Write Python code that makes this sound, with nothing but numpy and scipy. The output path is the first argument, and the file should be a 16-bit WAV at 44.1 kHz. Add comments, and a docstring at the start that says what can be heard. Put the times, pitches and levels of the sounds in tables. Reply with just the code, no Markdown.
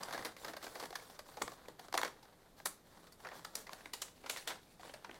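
"""Stiff old paper is leafed through and squared up over a craft table in a small room.
From the start the sheets buckle in dry snaps, tap each other and the table, and slide with a grainy hiss.
A hard flurry of snaps comes at about 2 s, then the handling turns sparse and soft. Near 3.7 s the cover
sheet is turned up and colours a run of crisp snaps, which eases into light taps and a last slide.
The walls answer throughout, over a faint room tone and a weak hum."""
import sys
import numpy as np
from scipy import signal
from scipy.fft import rfft, irfft, next_fast_len
from scipy.io import wavfile
from scipy.ndimage import uniform_filter1d, map_coordinates

SR = 44100
rng = np.random.default_rng(int(sys.argv[2]) if len(sys.argv) > 2 else 0)


def pcm_store(signal):
    """Save signal as 16-bit PCM."""
    levels = np.round(np.clip(np.atleast_2d(signal), -1, 1) * 32767)
    wavfile.write(sys.argv[1], SR, levels.astype(np.int16).T)


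N = 229176


def snaps(rows, pop=0.41, pop_decay_s=0.0004, loading_s=0.0014, rough_db=1.5, ring_q=9.8):
    """Fibres crackle as a sheet loads, it pops through, and bending waves die out in it."""
    # the knock, flap, crack and crisp bands of a snap: (low edge [Hz], high edge [Hz])
    ranges = [(270, 750), (750, 2200), (2200, 6000), (6000, 14500)]
    bands = [signal.butter(3, edges, "bandpass", fs=SR, output="sos") for edges in ranges]
    _, flap, crack, crisp = np.log2(ranges).mean(axis=1)  # band centres in octaves
    lead = SR // 100
    t = np.arange(-lead, SR // 8) / SR
    after = np.maximum(t, 0)
    release = pop * np.exp(-after / pop_decay_s) * (t >= 0)
    out = np.zeros(N + SR)
    for start, snap_db, tilt, knock_db, t60, ring_hz, ring_db in rows:
        # a tight buckle tilts the snap towards the treble, a loose flap towards the bass
        levels = [knock_db, snap_db + tilt * (flap - crack), snap_db + 1, snap_db + tilt * (crisp - crack)]
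        crackle = rng.standard_normal(len(t)) * amp(rough_db * rng.standard_normal(len(t)))
        loading_db = -5 + 5.5 * np.log2(t60 / 0.028)  # longer snaps crackle more before the pop
        loading = amp(loading_db) * np.exp(-np.abs(t) / loading_s) * (t < 0)
        decay = amp(-60 * after / t60) * (t >= 0)
        force = crackle * (loading + release + decay)
        # the buckling patch rings for a few cycles at a pitch set by its size
        patch = signal.iirpeak(ring_hz, ring_q, fs=SR)
        snap = force + amp(ring_db) * signal.lfilter(*patch, force)
        for sos, db in zip(bands, levels):
            band = signal.sosfilt(sos, snap)
            band *= np.sqrt(0.01 * SR) / np.linalg.norm(band)  # the energy of 10 ms at rms 1
            out[round(start * SR):][:len(t)] += amp(db) * band
    return out[lead:lead + N]


def edge_ticks(drag, count=36, tilt=-6, t60=0.017, ring_db=13.5):
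    """Rows for snaps(): sliding edges catch, more often and louder under a harder drag."""
    chance = np.cumsum(np.sqrt(drag))
    moments = np.searchsorted(chance, chance[-1] * (np.arange(count) + rng.random(count)) / count)
    rows = []
    for i, (size, colour, patch) in zip(moments, rng.standard_normal((count, 3))):
        tick_db = 20 * np.log10(drag[i] + 1e-9) - 6 + size
        ring_hz = 1200 * 2 ** (patch / 2)
        rows.append((i / SR, tick_db, tilt + colour, tick_db - 3, t60, ring_hz, ring_db))
    return rows


def hand_strokes(attack_s=0.03, release_s=0.035, waver_db=0.66):
    """Envelopes of the drag and the bright rub: each stroke swells, holds and dies away."""
    # one sheet slides along another: (start [s], length [s], drag level [dB], rub over drag [dB])
    strokes = [(0, .27, -52.5, -9.5), (0.377, .13, -60, -0.5), (0.447, .06, -51, -17),
               (0.611, .25, -58.5, -2.5), (.94, .2, -61, -3.5), (1.251, .29, -64, -2),
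               (1.569, .13, -63.5, -11), (1.79, .06, -61, -6), (1.969, .08, -55, -7),
               (2.073, .26, -68, -15), (2.376, .14, -74, -9), (2.574, .02, -66, 0), (2.856, .23, -67.5, -6),
               (3.191, .06, -63, -5), (3.271, .06, -55.5, -18), (3.335, .05, -57.5, -4.5),
               (3.417, .12, -64, -7), (3.554, .055, -61, 0), (3.7, .16, -61.5, -4.5),
               (3.952, .13, -66, 2.5), (4.146, .11, -74.5, 4), (4.288, .13, -61, 3.5),
               (4.463, .07, -54, -10), (4.602, .14, -83, 9.5), (4.795, 0.12, -61.5, -2.5),
               (4.951, .25, -65.5, -8)]
    t = np.arange(N) / SR
    drag, rub = np.zeros(N), np.zeros(N)
    for start, length, db, bright_db in strokes:
        swell = np.clip((t - start) / attack_s + .5, 0, 1)
        fade = np.exp(-np.maximum(t - start - length, 0) / release_s)
        drag = np.hypot(drag, amp(db) * swell * fade)
        rub = np.hypot(rub, amp(db + bright_db) * swell * fade)
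    pressure = amp(waver_db * wobble(rate=22))  # hands never press quite evenly
    return drag * pressure, rub * pressure


def sliding(drag_gain, rub_gain, drag_db=0.82, rasp_db=-2.54, sheen_db=-2.0):
    """Sheets rub in small jerks: coarse catches shake the whole sheet, edges rasp, fine fibres hiss."""
    # dull drag of the whole sheet: (frequency [Hz], relative level [dB])
    drag_eq = [(70, -35), (150, -8.5), (300, -1.5), (520, -1), (900, -2.5), (1800, -5), (2500, -14.5),
               (4500, -18), (9000, -38.5)]
    # rasp of the edges: (frequency [Hz], relative level [dB])
    rasp_eq = [(900, -30), (2200, -3.5), (3000, -7), (4600, -6), (6000, -4), (8000, -11), (12000, -26)]
    # airy sheen of the fibres: (frequency [Hz], relative level [dB])
    sheen_eq = [(3500, -26), (5500, -35), (7200, -3), (9000, -3), (12000, -2), (14500, -3.5), (16000, -5)]
    jerks_db = 3.0 * wobble(rate=90)
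    drag = shaped(grains(rate=700, spread_db=2.5, smooth=0.5) * amp(jerks_db), drag_eq)
    # the finer the contact, the less it feels the jerks
    edges = grains(rate=2100, spread_db=2.5, smooth=0.6) * amp(0.52 * jerks_db)
    rasp = shaped(wandering_contact(edges, depth_db=2.5), rasp_eq)
    fibres = grains(rate=4500, spread_db=10, smooth=1.8) * amp(0.41 * jerks_db)
    sheen = shaped(wandering_contact(fibres, depth_db=2.7), sheen_eq)
    return drag_gain * amp(drag_db) * drag + rub_gain * (amp(rasp_db) * rasp + amp(sheen_db) * sheen)


def grains(rate, spread_db, smooth):
    """Fibres catch and let go: random impulses of uneven size over an even rub."""
    catches = rng.random(N) < rate / SR
    sizes = amp(spread_db * np.minimum(rng.exponential(size=N), 3)) * rng.choice([-1, 1], N)
    return unit(catches * sizes) + smooth * rng.standard_normal(N)


def wandering_contact(rub, depth_db):
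    """The contact wanders over the sheet, so the colour of the rub keeps shifting."""
    frames = signal.stft(rub, nperseg=256)[2]
    drift = uniform_filter1d(rng.standard_normal(frames.shape), size=7, axis=0)
    drift = uniform_filter1d(drift, size=6, axis=1)
    return unit(signal.istft(frames * amp(depth_db * unit(drift)), nperseg=256)[1][:N])


def paper_body(contact, cover_up_s=3.72, turn_s=0.24):
    """Contacts ring through the inner leaves at first, then through the raised cover sheet."""
    # resonances and a dip common to all the stiff sheets: (centre [Hz], width [Hz], lift [dB])
    sheet = [(328, 230, -0.5), (560, 470, 2.5), (790, 46, 3), (1040, 260, 3), (1680, 98, 0.5),
             (3540, 710, 3.5), (4380, 980, 4.5), (8020, 1800, 1.5), (10140, 720, 2.5)]
    # added colour of the inner leaves: (centre [Hz], width [Hz], lift [dB])
    leaves = [(350, 200, -3.5), (514, 82, 2), (960, 160, -1.5), (1890, 350, 0), (2530, 950, -3)]
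    # added colour of the large cover sheet: (centre [Hz], width [Hz], lift [dB])
    cover = [(298, 190, -4), (1160, 250, -3.5), (2800, 1050, 2), (13500, 4300, -4)]

    def bells(peaks):
        return lambda hz: sum(db / (1 + (2 * (hz - centre) / width) ** 2) for centre, width, db in peaks)

    raised = np.clip((np.arange(N) / SR - cover_up_s) / turn_s + .5, 0, 1)
    inner = coloured(contact * (1 - raised), bells(sheet + leaves))
    return inner + coloured(contact * raised, bells(sheet + cover))


def room_reverb(paper, paths=6):
    """The sheets keep moving, so the room answers each moment along other paths."""
    # tone of the room's return: (frequency [Hz], gain [dB])
    return_eq = [(150, 0.5), (700, -11.5), (2000, -11.5), (5000, -13.5), (9000, -4.5), (16000, -12.5)]
    path = np.arange(N) // (SR // 50) % paths  # switches every 20 ms
    wet = sum(signal.fftconvolve(paper * (path == k), wall_response())[:N] for k in range(paths))
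    return coloured(wet, lambda hz: along(return_eq, hz))


def wall_response(echo_s=0.014, echo_db=-6.5, smear_s=0.00087, build_up_s=0.0078):
    """A near wall throws back a smeared echo; then the room rings briefly."""
    # decay between the walls: (frequency [Hz], t60 [s])
    walls = [(150, 0.21), (600, 0.27), (2000, 0.28), (5000, 0.33), (10000, 0.2), (16000, 0.28)]
    t = np.arange(SR // 2) / SR
    hz, frame_s, frames = signal.stft(rng.standard_normal(len(t)), SR, nperseg=256)
    decay = amp(-60 * frame_s / along(walls, hz)[:, None])
    tail = signal.istft(frames * decay, SR, nperseg=256)[1][:len(t)]
    tail *= 1 - np.exp(-t / build_up_s)
    echo = rng.standard_normal(len(t)) * np.exp(-np.abs(t - echo_s) / smear_s)
    return tail / np.linalg.norm(tail) + amp(echo_db) * echo / np.linalg.norm(echo)


def room_tone(air_db=-65.5, hum_hz=166.4, hum_db=-82):
    """A steady bed of low air noise and a slightly unsteady hum."""
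    # the room's air: (frequency [Hz], relative level [dB])
    air_eq = [(12, -41), (20, 6), (60, -3.5), (158, -1), (624, -6), (1090, -12), (2080, -18.5), (2820, -22),
              (3740, -18), (5230, -23.5), (13200, -25), (14700, -25), (16000, -48)]
    hum = np.sqrt(2) * np.sin(2 * np.pi * hum_hz * np.arange(N) / SR + 0.051 * wobble(rate=4.09))
    return amp(air_db) * shaped(rng.standard_normal(N), air_eq) + amp(hum_db) * hum


def amp(db):
    """Decibels to gain."""
    return 10 ** (np.asarray(db) / 20)


def unit(x):
    """x at rms 1."""
    return x / np.sqrt(np.mean(x ** 2) + 1e-20)


def along(points, hz):
    """(Hz, value) points read on a log frequency axis."""
    freqs, values = np.transpose(points)
    return np.interp(np.log(hz + 1), np.log(freqs), values)


def wobble(rate):
    """A smooth random curve with rate knots a second."""
    return map_coordinates(rng.standard_normal(4096), [np.arange(N) * rate / SR], mode="wrap")


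def coloured(x, db_of_hz):
    """x through a minimum-phase EQ with the given gain in dB."""
    size = 2 * next_fast_len(N // 2 + 8192)
    gain = amp(db_of_hz(np.fft.rfftfreq(size, 1 / SR)))
    cepstrum = irfft(np.log(gain + 1e-6))
    cepstrum[1:size // 2] *= 2
    cepstrum[size // 2 + 1:] = 0
    return irfft(rfft(x, size) * np.exp(rfft(cepstrum)))[:N]


def shaped(x, eq):
    """x through an EQ of (Hz, dB) points, at rms 1."""
    return unit(coloured(x, lambda hz: along(eq, hz)))


def scene():
    """Snaps, ticks and sliding ring through the same sheets, in the same room."""
    # a sheet buckles or taps: (time [s], snap level [dB], tilt [dB/octave], low knock level [dB],
    # t60 [s], ring pitch [Hz], ring over crackle [dB])
    buckles = [(.0334, -47.5, .5, -57, 0.018, 4750, 33), (.1272, -49.5, -3, -53, 0.088, 624, -10),
               (.1371, -48.5, -4.5, -44, 0.22, 1660, -7), (.1458, -59, -10.5, -49, .05, 1680, 14),
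               (.1782, -53.5, -6.5, -57, .03, 1690, -7), (.2492, -48, -1.5, -61, 0.022, 4700, 3),
               (.255, -46.5, -3, -45.5, .1, 4500, -8), (.3661, -59, -3.5, -57.5, 0.041, 2130, 12),
               (.4471, -50.5, -3.5, -51.5, 0.04, 4900, -2), (.4821, -53, -4, -60, .04, 1710, 2),
               (.4958, -63, -5, -53, .04, 835, -3), (.5354, -56.5, -5.5, -51.5, 0.041, 1070, 10),
               (.5676, -52.5, -3.5, -50.5, 0.049, 563, -11), (.6289, -53, -2.5, -53, 0.11, 845, -1),
               (.6426, -52.5, -1, -48.5, 0.073, 1040, 0), (.6668, -54.5, -5, -51.5, .04, 1590, 3),
               (.7555, -54, -5, -48, 0.097, 860, 4), (.7996, -50.5, -3, -52, 0.089, 1060, 10),
               (.8271, -54, -3, -44.5, .1, 600, -12), (.8368, -55, -5.5, -57, 0.034, 1050, 9),
               (.8565, -55, -2, -71, 0.021, 1750, -2), (.9062, -58.5, -2, -50.5, 0.03, 820, 1),
               (.9279, -58, -5.5, -54, 0.047, 720, 7), (.9555, -46, -3.5, -74, 0.033, 1690, 2),
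               (1.1921, -53.5, -2.5, -52, 0.043, 1110, -1), (1.3713, -57, -5, -47, .083, 860, 15),
               (1.4159, -80, -6, -44, 0.011, 1210, 1), (1.4192, -44.5, -6, -43.5, .019, 1200, 14),
               (1.4212, -48.5, 4, -62, 0.028, 7750, 12), (1.4786, -53.5, -6, -48.5, 0.018, 1200, 19),
               (1.5188, -60.5, -3.5, -54.5, .03, 1050, 12), (1.6841, -59.5, -2.5, -49, 0.023, 480, -2),
               (1.7949, -57.5, -3, -68, 0.028, 750, 8), (1.8838, -63, -5, -57.5, 0.021, 1350, 13),
               (1.9267, -51.5, -4, -57, 0.01, 4300, 6), (1.9414, -43.5, -5, -37.5, 0.039, 1080, 5),
               (1.9508, -48, -4, -38.5, 0.021, 700, 11), (1.9769, -37.5, -2.6, -47.5, .022, 1040, -9),
               (1.9852, -52, -10.5, -48, 0.01, 1080, -8), (1.9941, -56, -8, -46, 0.011, 674, 6),
               (2.0152, -47, -4, -72, .013, 3760, 6), (2.0322, -42.5, -6, -42, .018, 880, -1),
               (2.0487, -47.5, -4.5, -53, 0.017, 795, -4), (2.0544, -51.5, -5.5, -44.5, .076, 498, 6),
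               (2.0781, -55.5, -4, -64, 0.036, 1040, 13), (2.2295, -64, -3, -76, 0.12, 830, 13),
               (2.601, -65.5, -8, -67, 0.018, 647, 13), (2.6574, -43.5, 5.5, -46.5, 0.059, 10600, -2),
               (2.6584, -48, -6.5, -52, 0.061, 1320, 1), (2.6709, -52.5, 4.5, -55, 0.012, 10400, -10),
               (3.0701, -65.5, -2.5, -78, .06, 1280, 19), (3.1233, -63.5, 2, -80, 0.075, 4570, 18),
               (3.2493, -61, -9.5, -58, 0.028, 1110, -12), (3.2581, -70.5, -15, -53.5, .08, 1320, 1),
               (3.2702, -58.5, -6.5, -78, 0.028, 4440, 6), (3.3169, -64.5, -10, -56, 0.041, 594, 7),
               (3.4485, -50, -3, -58, 0.03, 1370, 7), (3.5543, -44.5, 3.5, -56, .024, 4850, 14),
               (3.669, -58.5, -5, -59, 0.073, 1990, -2), (3.6935, -61, -8.5, -63, 0.012, 1080, -12),
               (3.7322, -53, -1.5, -58, 0.019, 696, 5), (3.8578, -57, -5.5, -54.5, .02, 2100, 2),
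               (3.936, -45, 1, -53.5, 0.057, 870, 2), (4.0194, -43.5, 2, -56, 0.048, 7240, 4),
               (4.2401, -67, -8.5, -52, .09, 560, -11), (4.2624, -53.5, -4.5, -59, 0.074, 860, -7),
               (4.2977, -41, 0.5, -48, 0.039, 2860, -5), (4.3102, -51, 3.5, -58, 0.11, 7140, 8),
               (4.3622, -53, -4, -54.5, .02, 2510, 1), (4.3717, -49, -1, -73, .12, 1710, 6),
               (4.4763, -41.5, 0, -47, 0.13, 3540, 3), (4.505, -50, -5.5, -56, 0.14, 670, 2),
               (4.5141, -60, -5.5, -59, 0.068, 1540, 8), (4.7962, -69.5, -5, -56.5, .05, 650, 0),
               (4.8323, -66, -9, -64, 0.013, 1050, 10), (4.8961, -62, -4.5, -55, 0.038, 3090, 17),
               (4.9391, -56, -2, -51.5, 0.047, 585, -1), (5.0463, -57.5, -7, -62, 0.027, 930, -1),
               (5.0948, -68, -11.5, -50.5, 0.017, 1600, 15), (5.1131, -63, -5.5, -57.5, 0.0037, 3140, 8),
               (5.1445, -61.5, -3, -60, 0.23, 4130, 2)]
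    drag, rub = hand_strokes()
    contact = snaps(buckles + edge_ticks(drag)) + sliding(drag, rub)
    paper = amp(-1.0) * paper_body(contact)
    return (paper + room_reverb(paper) + room_tone())[None]


def record(dry, top_hz=15950):
    """A brick-wall low-pass takes off the very top of the treble."""
    size = next_fast_len(N + 8192)
    passband = np.fft.rfftfreq(size, 1 / SR) < top_hz
    return irfft(rfft(dry, size) * passband, size)[:, :N]


dry = scene()
out = record(dry)
pcm_store(out)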